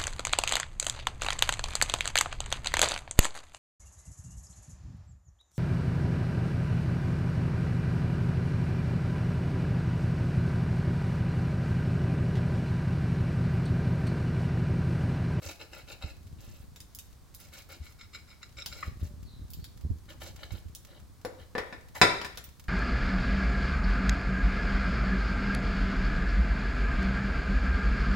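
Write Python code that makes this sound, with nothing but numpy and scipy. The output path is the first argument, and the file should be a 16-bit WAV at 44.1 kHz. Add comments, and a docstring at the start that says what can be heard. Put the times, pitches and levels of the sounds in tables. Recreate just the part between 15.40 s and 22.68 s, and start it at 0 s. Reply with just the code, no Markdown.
"""Short crunching strokes: a steel wheel cutter goes through toasted sandwiches on a plate in a kitchen.
The crust breaks in tiny cracks that crunch and ring the blade. Sharp clicks come from the loose wheel and
the clinking plate; the wheel skids on the bare plate. Late on the plate slides dully, then rocks and knocks
on the worktop. Soft bumps and a low rumble come from handling, over steady room air."""
import sys
import numpy as np
from scipy import signal
from scipy.fft import rfft, irfft
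from scipy.io import wavfile
from scipy.ndimage import uniform_filter1d

SR = 44100
rng = np.random.default_rng(int(sys.argv[2]) if len(sys.argv) > 2 else 0)


def to_wav(sig):
    """Store sig (one row per channel, or 1-D mono) as 16-bit WAV at the path in sys.argv[1].

    Samples outside -1..1 are clipped; the rate is SR.
    """
    pcm = np.clip(np.atleast_2d(sig), -1, 1) * 32767
    pcm = np.round(pcm).astype(np.int16)
    wavfile.write(sys.argv[1], SR, pcm.T)  # frames by channels


N = 321180
T = np.arange(N) / SR
TOP_HZ = 16000

# crunching strokes, plus a dull plate slide (5.473 s) and a soft press on the toast (5.983 s):
# t/s, length/s, level/dB, depth (0 ringing .. 1 all crunch), crumbs/dB re push
PUSHES = [ (0.013, 0.095, -44, 0.72, -2), (0.189, 0.037, -44.5, 0.68, -12), (0.311, 0.082, -46.5, 0.52, -9),
          (0.471, 0.054, -45, 0.73, -9), (0.607, 0.031, -40.5, 0.5, -18), (0.669, 0.021, -47.5, 0.57, -9.5),
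          (1.98, 0.093, -59.5, .1, 2), (2.116, 0.081, -49, 0.14, -2), (2.285, 0.047, -46.5, 0.59, -4),
          (2.41, 0.094, -53.5, 0.012, -8), (2.583, 0.038, -49, 0.012, -24), (2.726, 0.023, -39, 0.021, -19),
          (2.872, 0.043, -49.5, 0.017, -29), (3.01, 0.022, -49, .02, -23),
          (3.165, 0.037, -39.5, 0.04, -20.5), (3.307, 0.17, -44.5, 0.23, -10), (4.679, 0.04, -49, 1, -7.5),
          (4.801, 0.077, -47.5, 0.92, -3), (4.969, 0.09, -52, 0.95, -8.5), (5.105, 0.066, -51.5, 0.79, -3),
          (5.473, 0.11, -55.5, 1, -37), (5.983, 0.035, -53.5, 1, -10), (6.544, 0.027, -45.5, 0.63, -1)]
# holding hand presses the toast: t/s, length/s, level/dB
PRESSES = [(0.981, 0.25, -59), (3.589, 0.078, -58.5)]
# large pieces of crust give way: t/s, level/dB re stroke
SNAPS = [(0.092, 4.5), (.212, 1), (0.332, 3.5), (.519, 2.5), (.623, 0.5), (2.465, 6.5), (2.611, 7),
         (2.747, -0.5), (3.029, 9), (3.22, 7), (3.325, 4.5), (4.818, 6.5), (5.032, 12.5), (5.106, 18)]
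# blade resonances: f/Hz, width/Hz, relative level/dB
BLADE_MODES = [(1418, 420, 5.5), (2177, 460, 9.5), (3864, 450, 8), (5205, 280, 8.5), (7120, 730, -1.5)]
# blade rasp per cut: t/s, f/Hz, level/dB re drive
RASPS = [(0, 2500, -8), (1.9, 2700, -16.5), (4.6, 2920, -9)]
# bread crunch: f/Hz, relative level/dB
CRUNCH_SPECTRUM = [(150, -11.5), (350, 10), (660, 9.5), (1170, 0.5), (1750, 5), (3350, -8), (3780, 4.5),
                   (6200, -20), (16000, -22.5)]
# crumbs: f/Hz, relative level/dB
CRUMB_SPECTRUM = [(500, 1.5), (2000, 4.5), (4500, 4.5), (7200, 4.5), (9000, -4.5), (11000, -0.5),
                  (16000, 0)]
# wheel skids: t/s, level/dB, f/Hz, rise/s
SKIDS = [(3.425, -37, 1280, 0.0052), (6.549, -39, 950, 0.01)]
# sharp clicks (wheel ticks, plate clinks, bright edge of plate knocks): t/s, level/dB, tilt/(dB/octave)
CLICKS = [ (1.361, -52.5, -1.5), (1.404, -49, 2), (1.549, -43.5, 7), (1.588, -44, 3.5), (1.948, -46, 7),
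          (2.002, -52.5, 6), (3.261, -37.5, -1.5), (4.104, -51, 7), (4.135, -45.5, 5.5), (4.243, -48, 0.5),
          (5.350, -44, 4.5), (5.85, -46, 1), (6.181, -41.5, -5.5), (6.815, -38, -6), (6.974, -42.5, -1),
          (7.041, -47.5, 4.5)]
# click contact: f/Hz, relative level/dB
CLICK_SPECTRUM = [(400, -14), (2400, -4), (4000, 3), (5400, 0.5), (7000, -5.5), (9000, -9), (11500, -6.5),
                  (16000, -9)]
# modes ringing after a click: f/Hz
CLICK_RING_HZ = [3730, 5400, 7200, 10720, 15560]
# plate landings: t/s, level/dB, tilt/(dB/octave), hardness (0 thump .. 1 clack), ring f/Hz
KNOCKS = [(5.849, -32, -5, 0.21, 512), (6.152, -29.5, -3.5, 0.38, 1736), (6.182, -28, -1.5, 0.23, 1840),
          (6.326, -39.5, -1, 0.78, 1756), (6.615, -9.5, 1.5, 0.89, 1360), (6.632, -20.5, -3, 0.94, 1010),
          (6.847, -35, 4, 0.52, 1840), (6.975, -46.5, 1.5, 0.4, 1333)]
# plate modes: f/Hz, relative level/dB
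PLATE_MODES = [(590, 0.5), (1020, 1.5), (1360, -3), (2490, -6), (3950, -5), (8570, -10)]
# hard landing: f/Hz, relative level/dB
CLACK_SPECTRUM = [(40, -5), (150, 1), (570, 2), (1380, -1.5), (2450, 2), (3000, -15.5), (3850, -0.5),
                  (4400, -16), (5150, -2), (6000, -24.5), (6900, -14), (7500, -26.5), (16000, -39)]
# soft landing: f/Hz, relative level/dB
THUMP_SPECTRUM = [(230, -9.5), (480, 3), (950, -3), (1800, -1.5), (2900, -14), (16000, -33)]
# handling bumps: t/s, peak level/dB, left minus right/dB
BUMPS = [(0.056, -35, 3), (0.637, -31.5, -3), (2.401, -37, 2), (3.469, -32, -0.5), (3.615, -28, 3),
         (4.172, -37.5, 17), (4.437, -28, -0.5), (4.498, -24, -5), (5.117, -31, -29), (5.254, -33.5, -10)]
# handling rumble envelope: t/s, level/dB
RUMBLE_LEVELS = [(.3, -61), (1, -46), (1.6, -58.5), (3, -59.5), (3.85, -45), (5.2, -53.5), (5.6, -55)]
# rumble and rub: f/Hz, relative level/dB
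RUMBLE_SPECTRUM = [(15, -14.5), (40, 2.5), (72, 8.5), (140, -4), (270, -12.5), (450, -25.5), (2000, -70.5)]
# hiss of the squeezed sandwich: t/s, f/Hz, level/dB
HISS_GLIDE = [(3.84, 4840, -91), (3.885, 4130, -62), (4.08, 3740, -83), (4.25, 4600, -63.5),
              (4.33, 4560, -82)]
# room air: f/Hz, relative level/dB
AIR_SPECTRUM = [(25, -6), (70, 1.5), (300, -16), (750, -22), (1100, -21), (2800, -31), (4300, -27),
                (16000, -35)]
# kitchen reverberation: f/Hz, T60/s
ROOM_T60 = [(100, 0.47), (700, 0.55), (4000, 0.55), (16000, 0.41)]
# microphone port balance: f/Hz, left minus right/dB
PORT_BALANCE = [(300, 4), (700, 3.5), (1300, 2), (2400, 3.5), (8000, -3)]


def cutting():
    """Showers of cracks ring the blade, crunch the bread and scatter crumbs; also a dull plate slide."""
    on_blade, on_crunch, on_crumbs = effort()
    crust = amp(-2.5) * crumble(rate_per_s=260, spread_db=4.5) + snaps()
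    stray = amp(-71) * cracks(rate_per_s=8.5, spread_db=4.5)  # loose crumbs
    steel = blade(crust * on_blade)
    crunch = toast(crust * on_crunch, CRUNCH_SPECTRUM)
    crumbs = toast(crumble(rate_per_s=260, spread_db=5) * on_crumbs + stray, CRUMB_SPECTRUM)
    return steel + crunch + crumbs + rasp(crust * np.hypot(on_blade, on_crunch))


def effort():
    """Blade, crunch and crumb envelopes: more depth, more crunch and less ring."""
    power = np.zeros((3, N))
    for start_s, length_s, db, depth, crumbs_db in PUSHES:
        force = amp(db) * push(start_s, length_s)
        power += np.outer([1 - depth, depth, amp(crumbs_db) ** 2], force ** 2)
    for start_s, length_s, db in PRESSES:
        force = amp(db) * push(start_s, length_s)
        power += np.outer([0, amp(-2) ** 2, 1], force ** 2)
    return np.sqrt(power)


def push(start_s, length_s, attack_s=0.0095, sag_db_per_s=32.5, release_s=0.025):
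    """Force of one push: bites, sags while held, lets go."""
    age_s = np.maximum(T - start_s, 0)
    bite = 1 - np.exp(-age_s / attack_s)
    sag = amp(-sag_db_per_s * np.minimum(age_s, length_s))
    return bite * sag * np.exp(-(age_s - length_s).clip(0, 1) / release_s)


def crumble(rate_per_s, spread_db):
    """Crust cracks of differing pitch: one sparse shower per band."""
    edges_hz = np.geomspace(200, TOP_HZ, 8)
    return sum(butter(cracks(rate_per_s, spread_db), band, "band")
               for band in zip(edges_hz, edges_hz[1:]))


def snaps():
    """Single large cracks in the crust."""
    out, t = np.zeros(N), T[:SR // 20]
    for start_s, db in SNAPS:
        add(out, start_s, hit_level(contact(t, decay_s=0.0016, chatter=9.3), db))
    return out


def toast(drive, spectrum):
    """The toast colours its cracks; unit-energy response."""
    response = colour(signal.unit_impulse(SR // 10), spectrum)
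    return signal.fftconvolve(drive, response / np.sqrt(np.sum(response ** 2)))[:N]


def blade(drive, bend=0.02):
    """Cracks ring the blade; its resonances drift as it flexes."""
    ring = sum(amp(db) * np.sqrt(width_hz) * resonate(drive, hz * (1 + bend * wander()), width_hz)
               for hz, width_hz, db in BLADE_MODES)
    return amp(-1.4) * np.std(drive) * unit(ring)


def rasp(drive):
    """The gripped blade rasps at one pitch per cut."""
    ends_s = [row[0] for row in RASPS[1:]] + [N / SR]
    return sum(amp(db) * np.std(drive) * resonate(drive, hz, width_hz=480) * (T >= start_s) * (T < end_s)
               for (start_s, hz, db), end_s in zip(RASPS, ends_s))


def skid():
    """The wheel grates on the bare plate; quick slips ring two resonances."""
    out, slips = np.zeros(N), cracks(rate_per_s=1400, spread_db=4.5)
    for start_s, db, hz, rise_s in SKIDS:
        age = np.maximum(T - start_s, 0) / rise_s
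        ring = resonate(slips, hz, width_hz=330) + resonate(slips, hz=1900, width_hz=800)
        out += amp(db) * unit(ring) * age * np.exp(1 - age)
    return out


def clicks(decay_s=0.012):
    """Sharp contacts of wheel or plate; high modes ring in a new blend each time."""
    out, t = np.zeros(N), T[:SR // 4]
    modes = np.sin(2 * np.pi * np.outer(CLICK_RING_HZ, t)) * np.exp(-t / decay_s)
    for start_s, db, tilt_db in CLICKS:
        blend = rng.exponential(size=len(CLICK_RING_HZ)) / np.array(CLICK_RING_HZ)
        impact = colour(contact(t, decay_s=0.0011, chatter=0.81), CLICK_SPECTRUM)
        click = hit_level(impact, db=0) + hit_level(blend @ modes, db=-10.5)
        add(out, start_s, hit_level(tilt(click, tilt_db), db))
    return out


def plate(decay_s=0.011, hollow_cycles=9):
    """The plate lands on the worktop: soft landings thump and ring hollow, hard ones clack its modes."""
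    out, t = np.zeros(N), T[:SR // 2]
    modes = sum(amp(db) * np.sin(2 * np.pi * (hz * t + rng.random())) for hz, db in PLATE_MODES)
    ring = hit_level(modes * np.exp(-t / decay_s), db=-10.5)
    hz = np.geomspace(20, TOP_HZ, 200)
    for start_s, db, tilt_db, hardness, hollow_hz in KNOCKS:
        spectrum_db = hardness * at(CLACK_SPECTRUM, hz) + (1 - hardness) * at(THUMP_SPECTRUM, hz)
        impact = colour(flatten(contact(t, decay_s=0.0022, chatter=3.13)), np.c_[hz, spectrum_db])
        strike = tilt(hit_level(impact, db=0) + hardness * ring, tilt_db)
        hollow = np.sin(2 * np.pi * hollow_hz * t) * np.exp(-hollow_hz * t / hollow_cycles)
        knock = hit_level(strike, db=0) + hit_level(hollow, db=-5 - 6 * hardness)
        add(out, start_s, hit_level(knock, db))
    return out


def handling(rise_s=0.01):
    """Low bumps, each with a short rub, over a lumpy rumble; unequal at the two ports."""
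    thuds, rub, t = np.zeros((2, N)), np.zeros((2, N)), T[:SR // 4]
    swell = t / rise_s * np.exp(1 - t / rise_s)
    for (start_s, db, pan_db), (detune, skew) in zip(BUMPS, rng.uniform(-1, 1, (len(BUMPS), 2))):
        hz = 78 + 12 * detune
        gains = amp(db) * unit(amp([pan_db / 2, -pan_db / 2]))
        for channel, gain in enumerate(gains):
            cycles = hz * t + channel * skew / 4
            add(thuds[channel], start_s, gain * swell * np.sin(2 * np.pi * cycles))
            add(rub[channel], start_s, gain * amp(-9.5) * swell)
    mid, side = (unit(colour(cracks(rate_per_s=220, spread_db=7), RUMBLE_SPECTRUM)) for _ in range(2))
    rumble = mid + np.outer([1, -1], 0.81 * side)
    rumble_db = np.interp(T, *np.transpose(RUMBLE_LEVELS))
    return thuds + rumble * (rub + amp(rumble_db))


def squeeze_hiss():
    """Thin gliding hiss while the sandwich is squeezed."""
    times_s, hz, db = np.transpose(HISS_GLIDE)
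    hiss = resonate(rng.standard_normal(N), np.interp(T, times_s, hz), width_hz=510)
    return hiss * np.interp(T, times_s, amp(db), left=0, right=0)


def press_tone(hz=585, db=-61):
    """Faint, brief tone under the pressing hand."""
    return amp(db) * push(start_s=3.6, length_s=0.15) * np.sin(2 * np.pi * hz * T)


def room_air():
    """Steady kitchen air and faint hiss, partly common to both ports."""
    shared, left, right = (unit(colour(rng.standard_normal(N), AIR_SPECTRUM)) for _ in range(3))
    return amp(-60.5) * (shared + np.array([left, right]))


def kitchen(x, early_db, late_db, early_decay_s, gain_db):
    """Direct sound, worktop reflections and room tail; reflected bass is common to both ports."""
    t, noise = T[:SR], rng.standard_normal((3, SR))
    bass, treble = butter(noise[2], 550, "low"), butter(noise[:2], 550, "high")
    hz, frame_s, cells = signal.stft(bass + treble, SR, nperseg=256)
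    decay = amp(-60 * frame_s / at(ROOM_T60, hz)[:, None])
    late = signal.istft(cells * decay, SR)[1][:, :SR] * (1 - np.exp(-t / 0.0012))
    early = (bass / 2 + treble) * np.exp(-t / early_decay_s) * (1 - np.exp(-t / 0.00087))
    response = (amp(early_db) * unit(early) + amp(late_db) * unit(late)) / np.sqrt(SR)
    response[:, 0] += 1  # direct path
    response = amp(gain_db) * np.array([flatten(side) for side in response])
    return signal.fftconvolve(x[None], response, axes=1)[:, :N]


def cracks(rate_per_s, spread_db):
    """Random impulses of uneven size; rms 1."""
    size = amp(spread_db * np.clip(rng.standard_normal(N), -2, 2))
    return unit((rng.random(N) < rate_per_s / SR) * size * rng.choice([-1, 1], N))


def contact(t, decay_s, chatter):
    """An impulse that carries the bass, with fast-dying chatter above it."""
    x = butter(rng.standard_normal(len(t)) * np.exp(-t / decay_s), 600, "high")
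    x *= chatter / np.sqrt(np.sum(x ** 2))
    x[0] += 1
    return x


def wander(step_s=0.1):
    """Slow random drift; spread near 1."""
    knots_s = np.arange(0, T[-1], step_s)
    return np.interp(T, knots_s, rng.standard_normal(len(knots_s)))


def resonate(x, hz, width_hz):
    """Steep resonance whose centre may move; rms 1."""
    carrier = np.exp(2j * np.pi * np.cumsum(hz * np.ones(N)) / SR)
    pole = np.exp(-np.pi * width_hz / SR)
    return unit((signal.lfilter([1], np.poly([pole, pole]), x / carrier) * carrier).real)


def colour(x, spectrum, tilt_db=0, size=4096):
    """Minimum-phase filter from (f/Hz, level/dB) points, plus tilt per octave above 500 Hz."""
    hz = np.maximum(np.fft.rfftfreq(size, 1 / SR), 1)
    db = at(spectrum, hz) + tilt_db * np.log2(np.maximum(hz / 500, 1))
    cepstrum = irfft(np.log(amp(db)))
    cepstrum[1:size // 2] *= 2
    cepstrum[size // 2 + 1:] = 0
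    return signal.fftconvolve(x, irfft(np.exp(rfft(cepstrum))))[:len(x)]


def tilt(x, db_per_octave):
    """Slope the spectrum above 500 Hz."""
    return colour(x, [(1, 0)], db_per_octave)


def flatten(x, width_hz=300):
    """Level broad spectral humps; fine ripple stays."""
    hz = np.fft.rfftfreq(len(x), 1 / SR)
    power = uniform_filter1d(np.abs(rfft(x)) ** 2, int(width_hz / hz[1]) + 1)
    return colour(x, np.c_[hz, -10 * np.log10(power + 1e-9)][1:])


def butter(x, hz, kind):
    """Low, high or band pass; 12 dB/octave skirts."""
    return signal.sosfilt(signal.butter(2, hz, kind, fs=SR, output="sos"), x)


def at(points, hz):
    """Read (f/Hz, value) points on a log-frequency axis."""
    knots_hz, values = np.transpose(points)
    return np.interp(np.log(np.maximum(hz, 1)), np.log(knots_hz), values)


def hit_level(x, db):
    """Scale to the energy of 10 ms at this level."""
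    return x * amp(db) * np.sqrt(SR * 0.01 / np.sum(x ** 2))


def add(track, start_s, x):
    """Mix x into track."""
    i = int(start_s * SR)
    track[i:i + len(x)] += x[:N - i]


def amp(db):
    """Decibels to gain."""
    return 10 ** (np.asarray(db) / 20)


def unit(x):
    """Scale to rms 1."""
    return x / np.sqrt(np.mean(x ** 2))


def scene():
    """Cutter and plate in the kitchen, coloured per port, over handling and air."""
    cuts = cutting() + skid() + squeeze_hiss()
    sound = (kitchen(cuts, early_db=3, late_db=-5.5, early_decay_s=0.0047, gain_db=0.87)
             + kitchen(clicks(), early_db=2, late_db=-3.5, early_decay_s=0.01, gain_db=3.5)
             + kitchen(plate(), early_db=0.5, late_db=-0.5, early_decay_s=0.012, gain_db=2.06))
    sides = [colour(x, [(hz, sign * db / 2) for hz, db in PORT_BALANCE])
             for x, sign in zip(sound, (1, -1))]
    return np.array(sides) + handling() + press_tone() + room_air()


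def record(dry):
    """Soft clip, then steep low-pass."""
    return signal.sosfilt(signal.ellip(8, 0.2, 70, TOP_HZ, fs=SR, output="sos"), np.tanh(dry))


dry = scene()
out = record(dry)
to_wav(out)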